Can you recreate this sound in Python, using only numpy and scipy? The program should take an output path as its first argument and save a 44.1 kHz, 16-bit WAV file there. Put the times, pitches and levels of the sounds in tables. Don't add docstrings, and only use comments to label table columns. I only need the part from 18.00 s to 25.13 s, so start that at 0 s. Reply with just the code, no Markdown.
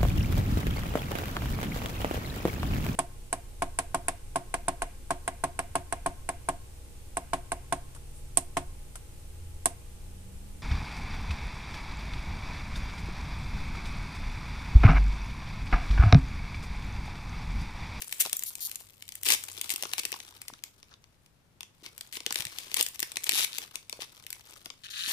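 import sys
import numpy as np
from scipy import signal
from scipy.fft import rfft, irfft
from scipy.io import wavfile

SR = 44100
rng = np.random.default_rng(int(sys.argv[2]) if len(sys.argv) > 2 else 0)


def log_audio(samples):
    frames = np.atleast_2d(samples).T
    limited = np.clip(frames, -1, 1)
    pcm = np.round(limited * 32767).astype(np.int16)
    wavfile.write(sys.argv[1], SR, pcm)


N = 314300

# [dB, sizzle above crack]
SNAPS = [(0.0206, -33, 5), (0.1252, -29.5, 2.5), (0.1975, -42, 3), (0.252, -31.5, -11), (0.2612, -29.5, -6),
         (0.296, -38, 4), (0.3297, -22.5, 2.5), (0.3679, -47.5, 20.5), (0.393, -42.5, 13.5),
         (0.4237, -37, 1), (0.436, -40, 13), (0.5536, -38.5, 6), (0.695, -47.5, 8.5), (0.7143, -38.5, 8),
         (0.7567, -37, 7.5), (1.0236, -40, 1), (1.0795, -45, 3), (1.0898, -40, 3.5), (1.1215, -40, 2),
         (1.1538, -44, 10), (1.2328, -38, 9), (1.2483, -41, 7), (1.273, -35, -6), (1.287, -19.5, 3),
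         (1.3032, -15.5, -2.5), (1.321, -15, -2.5), (1.3367, -23.5, -6), (1.4381, -42.5, 8),
         (1.4856, -38.5, -2), (1.5772, -33, -7), (1.613, -27.5, 3.5), (1.6429, -35.5, 1),
         (1.6934, -30.5, 3), (1.7029, -26, 3), (1.7383, -33.5, 3.5), (1.76, -29, 1.5), (1.825, -26, -1),
         (1.835, -28, -6), (1.8534, -32.5, -21), (1.915, -37.5, -9), (1.9347, -22, -3), (1.9809, -28, -0.5),
         (1.986, -30, -10), (2.034, -35, -4), (2.052, -23.5, -1.5), (2.119, -32, 4), (2.127, -30, -8),
         (2.14, -34.5, -19), (2.202, -36.5, -5), (2.4166, -39.5, 3), (2.482, -34.5, -0.5),
         (2.5366, -41.5, -14.5), (2.6377, -33, 4.5), (2.8292, -45.5, -10), (2.9393, -49, -19),
         (3.041, -51, -12), (3.2612, -56, -1), (3.6071, -35, -3), (3.631, -39.5, -7), (3.8626, -36, -10.5),
         (3.979, -43.5, 7.5), (4.0095, -34.5, 0.5), (4.126, -39.5, 4.5), (4.1693, -30, -11),
         (4.2041, -36, -11.5), (4.2635, -23, -4), (4.307, -27.5, -13.5), (4.3244, -28.5, 3.5),
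         (4.344, -37, 3), (4.3572, -23, -2.5), (4.4054, -28.5, -1.5), (4.4216, -30.5, -0.5),
         (4.452, -32, 2.5), (4.4686, -35, -4), (4.5854, -28.5, -1.5), (4.7156, -34, -8),
         (4.7424, -24.5, 3.5), (4.769, -30, 6.5), (4.81, -17.5, 2), (4.8264, -27.5, 7.5),
         (4.864, -30.5, 1.5), (4.886, -46.5, 12), (4.9934, -31.5, -1), (5.0024, -33, 8.5), (5.0217, -38, 0),
         (5.0284, -23, -1), (5.1179, -36.5, 0.5), (5.158, -33.5, -3), (5.1694, -23.5, -4.5),
         (5.2362, -34, -1), (5.2412, -33, 8), (5.2925, -17.5, 2.5), (5.312, -28, -5), (5.3194, -26, 0),
         (5.446, -24, 2), (5.5832, -26, 0.5), (5.756, -29, -0.5), (5.8959, -35.5, 0.5), (5.927, -28.5, -8),
         (6.0197, -32.5, -15.5), (6.266, -37.5, 0.5), (6.304, -37, 4), (6.3282, -36, 4),
         (6.6582, -31, -6.5), (6.702, -37, -17)]
SNAP_BODY_DB = -20.5


def snaps():
    start_s, level_db, bright_db = np.transpose(SNAPS)
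    return buckle(start_s, *crease(level_db, bright_db, SNAP_BODY_DB), colour_db=1.5)


BODY_PER_BRIGHTNESS = -0.69


def crease(level_db, bright_db, body_db):
    body_level_db = level_db + body_db + BODY_PER_BRIGHTNESS * bright_db
    return [body_level_db, level_db, level_db + bright_db]


# low_hz [Hz], t60_s [s, at the left microphone], level_db [dB re its part],
# right_db [dB, right re left], direct [share of amplitude that reaches the right unscattered]
BANDS = [(270.6, 0.038, -4, -3, 0.89), (771, 0.019, 6, -4.5, 0.53), (1810, 0.011, 1, -7, 0.51),
         (4490, 0.00095, -3.5, -6, 0.17), (6430, 0.01, 1, -7.5, 0.043), (10760, 0.0027, -5, -2, 0.19)]
TOP_HZ = 14300
RISE_S, RISE_SPREAD_DB = 0.00019, 3.5
HEAD_GAIN, HEAD_S = 1.9, 0.00016
TOP_PER_BRIGHTNESS = 0.37
RIGHT_STRETCH, RIGHT_LAG = 1.8, 9


def buckle(at_s, body_db, crack_db, sizzle_db, colour_db):
    count = len(at_s)
    age = np.arange(450) / SR
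    rise_s = RISE_S * from_db(RISE_SPREAD_DB * np.abs(rng.standard_normal((count, 1, 1))))
    shake = rng.standard_normal((count, 2, len(age)))
    shake *= 1 - np.exp(-(age + 1 / SR) / rise_s)
    shake *= 1 + HEAD_GAIN * np.exp(-age / HEAD_S)

    colour = colour_db * np.clip(rng.standard_normal((count, len(BANDS))), -2, 2)
    colour[:, -1] += TOP_PER_BRIGHTNESS * (sizzle_db - crack_db)
    first = (np.asarray(at_s) * SR).astype(int)[:, None]
    where = np.minimum(first + np.arange(len(age)), N - 1).ravel()
    edges_hz = [row[0] for row in BANDS] + [TOP_HZ]
    part_db = (body_db, crack_db, sizzle_db)
    out = np.zeros((2, N))
    for k, (low_hz, t60_s, band_db, right_db, direct) in enumerate(BANDS):
        side_t60_s = t60_s * np.array([[1], [RIGHT_STRETCH]])
        bursts = band(shake * from_db(-60 * age / side_t60_s), low_hz, edges_hz[k + 1])
        bursts /= np.sqrt(np.mean(bursts[:, :, :176] ** 2, axis=2, keepdims=True))
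        bursts *= from_db(part_db[k // 2] + band_db + colour[:, k])[:, None, None]
        left, scattered = [np.bincount(where, bursts[:, side].ravel(), N) for side in (0, 1)]
        direct = np.clip(direct, 0, 1)
        mixed = direct * left + np.sqrt(1 - direct ** 2) * scattered
        out += [left, from_db(right_db) * later(mixed, RIGHT_LAG / SR)]
    return out


# [dB, sizzle above crack]
RIPS = [(0.199, 0.223, -30, 9), (0.23, 0.283, -44.5, 1), (1.252, 1.349, -29, 1.5), (1.707, 1.726, -33.5, 3),
        (1.99, 1.999, -30.5, 1), (2.269, 2.291, -50, -5), (2.9, 2.935, -64, -21.5),
        (3.833, 3.891, -50.5, -5.5), (4.126, 4.177, -45, 1.5), (4.364, 4.413, -39, 0),
        (4.47, 4.74, -51, -1.5), (4.764, 4.807, -29, -1.5), (4.94, 4.96, -42, 1.5),
        (5.253, 5.281, -35.5, -1.5), (5.33, 5.446, -29.5, -0.5), (5.612, 5.641, -42, -5),
        (6.001, 6.048, -43.5, -4), (7.074, 7.133, -36.5, 2)]
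RIPS_PER_S = 1800
RIP_BODY_DB, RIP_EDGE_DB = -17.5, -4.5


def rips():
    levels_db, tearing = np.zeros((3, N)), np.zeros(N)
    for start_s, end_s, level_db, bright_db in RIPS:
        now, along = stroke(start_s, end_s)
        effort_db = level_db + RIP_EDGE_DB * (2 * along - 1) ** 2
        levels_db[:, now] = crease(effort_db, bright_db, RIP_BODY_DB)
        tearing[now] = 1
    creases = swarm(RIPS_PER_S * tearing, levels_db, spread_db=4.0)
    return creases * from_db(-13.5)


def swarm(per_s, levels_db, spread_db):
    chance = per_s * from_db(4.5 * drift(25)) / SR
    at = np.flatnonzero(rng.random(N) < chance)
    size_db = spread_db * np.minimum(rng.exponential(1, N)[at], 3)
    return buckle(at / SR, *(np.array(levels_db)[:, at] + size_db), colour_db=4.0)


def stroke(start_s, end_s):
    now = np.arange(round(start_s * SR), min(round(end_s * SR), N))
    return now, np.linspace(0, 1, len(now))


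# start_s [s], end_s [s], first_per_s [slips/s], last_per_s [slips/s], first_db [dB], last_db [dB],
# bright_db [dB per octave], taut [pitch factor of the flap]
PEELS = [(0.461, 0.5, 330, 230, -44, -47.5, 8, 0.96), (0.606, 0.672, 317, 264, -41, -36.5, 4, 1.02),
         (5.33, 5.449, 170, 192, -24.5, -26, -1.5, 0.9), (5.522, 5.574, 95, 170, -33.5, -36, -4.5, 0.913),
         (6.836, 6.871, 210, 300, -37, -41.5, -9.5, 0.97), (6.881, 6.895, 205, 190, -42, -40, -12, 0.88),
         (6.902, 6.926, 205, 290, -34.5, -41.5, -5, 1), (6.929, 7.08, 300, 193, -35.5, -26.5, -9, 0.95),
         (7.077, 7.129, 308, 376, -35, -29.5, -9, 1.06)]
# pitch_hz [Hz], width_hz [Hz], level_db [dB]
FLAP = [(1720, 280, -12), (3080, 390, 0), (4215, 570, 8), (6353, 2000, 13.5), (8870, 500, 3.5),
        (11100, 1100, 11.5), (13300, 1600, 13.5)]
PEEL_EDGE_DB = -2.5
SLIP_S, ROUGH_PER_DULLNESS = 0.0014, 0.1
SLIP_BRIGHTENS = 0.16


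def peels():
    fray = np.exp(-1 / (SLIP_S * SR))
    uneven, left = from_db(1.9 * drift(90)), np.zeros(N + SR)
    for start_s, end_s, first_per_s, last_per_s, first_db, last_db, bright_db, taut in PEELS:
        now, along = stroke(start_s, end_s)
        per_s = (first_per_s + (last_per_s - first_per_s) * along) * uneven[now]
        turns = np.cumsum(per_s) / SR
        at = np.flatnonzero(np.diff(np.floor(turns), prepend=-1) > 0)
        growth_db = (last_db - first_db) * along
        peak_db = first_db + growth_db + PEEL_EDGE_DB * (2 * along - 1) ** 2
        peak_db = peak_db + rng.standard_normal(len(now))
        rough = np.clip(-ROUGH_PER_DULLNESS * bright_db, 0, .8)
        tilt_db = bright_db + SLIP_BRIGHTENS * growth_db
        for k, (pitch_hz, width_hz, mode_db) in enumerate(FLAP):
            slip_db = peak_db + mode_db + tilt_db * np.log2(pitch_hz / 4000)
            slip_db = slip_db + 1.5 * rng.standard_normal(len(now))
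            slips = np.full(len(now) + SR // 20, 1e-18)
            slips[at] = from_db(slip_db)[at]
            burst = signal.lfilter([np.sqrt(1 - fray ** 2)], [1, -fray], slips)
            burst = burst * rng.standard_normal(len(slips))
            slips = np.sqrt(1 - rough ** 2) * slips + rough * burst

            ring_hz = min(pitch_hz * taut, TOP_HZ)
            r, w = np.exp(-np.pi * width_hz / SR), 2 * np.pi * ring_hz / SR
            ring = signal.lfilter([0, np.sin(w)], [1, -2 * r * np.cos(w), r * r], slips)
            ring = band(ring, ring_hz / 1.31, ring_hz * 2.1)
            left[now[0]:now[0] + len(slips)] += (-1) ** k * ring
    left = left[:N]
    copies = sum(0.47 * later(left, lag / SR) for lag in rng.integers(20, 110, size=4))
    right = 0.14 * later(left, RIGHT_LAG / SR) + copies
    return np.array([left, from_db(-5.0) * right])


# start_s [s], level_db [dB]
HANDLING = [(0, -49), (.75, -54.5), (.98, -63.5), (1.15, -58.5), (1.5, -47.5), (2.15, -50.5), (2.3, -53.5),
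            (2.7, -65.5), (3.55, -84), (4.0, -57.5), (4.24, -58), (4.35, -48.5), (5.0, -54), (5.6, -50.5),
            (5.86, -60.5), (6.6, -52.5), (6.8, -68)]
# [dB, sizzle above crack]
RUSTLE_BRIGHTNESS = [(0, 4), (1.2, 3.5), (2.4, -1.5), (7.1, -1.5)]
CRACKLES_PER_S = 320
CRACKLE_SPREAD_DB, CRACKLE_BODY_DB = 4, -11


def crackle():
    level_db, = in_time(HANDLING)
    bright_db, = in_time(RUSTLE_BRIGHTNESS)
    levels_db = crease(level_db, bright_db, CRACKLE_BODY_DB)
    creases = swarm(CRACKLES_PER_S, levels_db, CRACKLE_SPREAD_DB)
    return creases * from_db(-10.0)


# start_s [s], level_db [dB], pitch_hz [Hz]
BUMPS = [(0.2596, -26, 780), (0.27, -30, 740), (0.81, -41, 815), (1.739, -37.5, 327.7), (1.834, -26, 630),
         (1.982, -28.5, 890), (2.126, -35, 449), (2.5012, -30.5, 990), (2.528, -42, 255),
         (3.827, -42.5, 340.4), (4.398, -38.5, 125.1), (4.46, -38.5, 124), (4.668, -44, 398.6),
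         (4.805, -27.5, 489), (5.027, -30.5, 350), (5.333, -34, 370), (5.992, -31, 526),
         (7.077, -40.5, 280)]
BUMP_CYCLES = 6.4


def bumps():
    out = np.zeros(N)
    for start_s, level_db, pitch_hz in BUMPS:
        age = np.maximum(np.arange(N) / SR - start_s, 0)
        decay = from_db(level_db - 60 * age * pitch_hz / BUMP_CYCLES)
        onset = 1 - np.exp(-age * pitch_hz * 4.6)
        out += decay * np.sin(2 * np.pi * pitch_hz * age) * onset
    return out * from_db([[1.5], [-1.5]])


ROOM_T60_S, ROOM_DB, FIRST_WALL_S = 0.28, -14, 0.0061
WALL_CUT_HZ = 8500


def room(x):
    age = np.arange(SR // 2) / SR
    noise = rng.standard_normal((2, len(age)))
    dull = band(noise, 200, WALL_CUT_HZ)
    tail = dull * from_db(-60 * age / ROOM_T60_S)
    tail = tail + (noise - dull) * from_db(-60 * age / (0.95 * ROOM_T60_S))
    tail = tail * (age > FIRST_WALL_S)
    tail = tail / np.sqrt(np.mean(np.sum(tail ** 2, axis=1)))
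    return signal.fftconvolve(x[None], tail, axes=1)[:, :N]


# [dB per Hz, relative]
ROOM_TONE = [(20, -6.5), (42, -9), (60, -2.5), (226, -10), (305, -14), (600, -17), (12100, -32),
             (16000, -39.5)]
ROOM_TONE_DB = -66


def room_tone():
    pitch_hz, level_db = np.transpose(ROOM_TONE)
    grid_hz = np.maximum(np.arange(N // 2 + 1) * SR / N, 1)
    shared, left, right = rfft(rng.standard_normal((3, N)))
    alike = .7 / (1 + (grid_hz / 500) ** 2)
    both = np.sqrt(alike) * shared + np.sqrt(1 - alike) * np.array([left, right])
    shape = from_db(np.interp(np.log(grid_hz), np.log(pitch_hz), level_db))
    return from_db(ROOM_TONE_DB) * rms_one(irfft(both * shape, N))


RUMBLE_DB = -74


def rumble():
    shared, left, right = band(rng.standard_normal((3, N)), 98.0, 150)
    swell = from_db(RUMBLE_DB + 1.3 * drift(0.91))
    return swell * rms_one(shared + .5 * np.array([left, right]))


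# start_s [s], level_db [dB]
HUM = [(.6, -83), (.9, -71), (1.6, -70), (2.4, -74), (2.7, -84), (5.9, -78), (6.2, -69), (6.6, -87)]
HUM_HZ = 97.9


def hum():
    level_db, = in_time(HUM)
    return from_db(level_db) * rms_one(band(rng.standard_normal(N), HUM_HZ - 3, HUM_HZ + 3))


def from_db(db):
    return 10 ** (np.asarray(db) / 20)


def rms_one(x):
    return x / np.sqrt(np.mean(x ** 2) + 1e-20)


def in_time(rows):
    start_s, *columns = np.transpose(rows)
    return [np.interp(np.arange(N) / SR, start_s, column) for column in columns]


def band(x, low_hz, high_hz):
    edges_hz = [low_hz, min(high_hz, SR / 2.2)]
    return signal.sosfilt(signal.butter(2, edges_hz, "band", fs=SR, output="sos"), x + 1e-18)


def drift(rate_hz):
    r = np.exp(-80 * np.pi * rate_hz / SR)
    noise = rng.standard_normal(N // 40 + 2002)
    slow = signal.lfilter([1], [1, -2 * r, r * r], noise)[2000:]
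    return np.interp(np.arange(N) / 40, np.arange(len(slow)), rms_one(slow))


def later(x, delay_s):
    return np.interp(np.arange(N) - delay_s * SR, np.arange(N), x, left=0)


def scene():
    foil = snaps() + crackle() + rips() + peels()
    echoes = from_db(ROOM_DB) * room(foil[0])
    quiet = (room_tone() + rumble() + hum()) * from_db([[1.5], [-1.5]])
    return foil + echoes + bumps() + quiet


CUTOFF_HZ = 16500


def record(dry):
    rounded = .9 * np.tanh(dry / .9)
    return signal.sosfilt(signal.cheby2(14, 80, CUTOFF_HZ, fs=SR, output="sos"), rounded)


dry = scene()
out = record(dry)
log_audio(out)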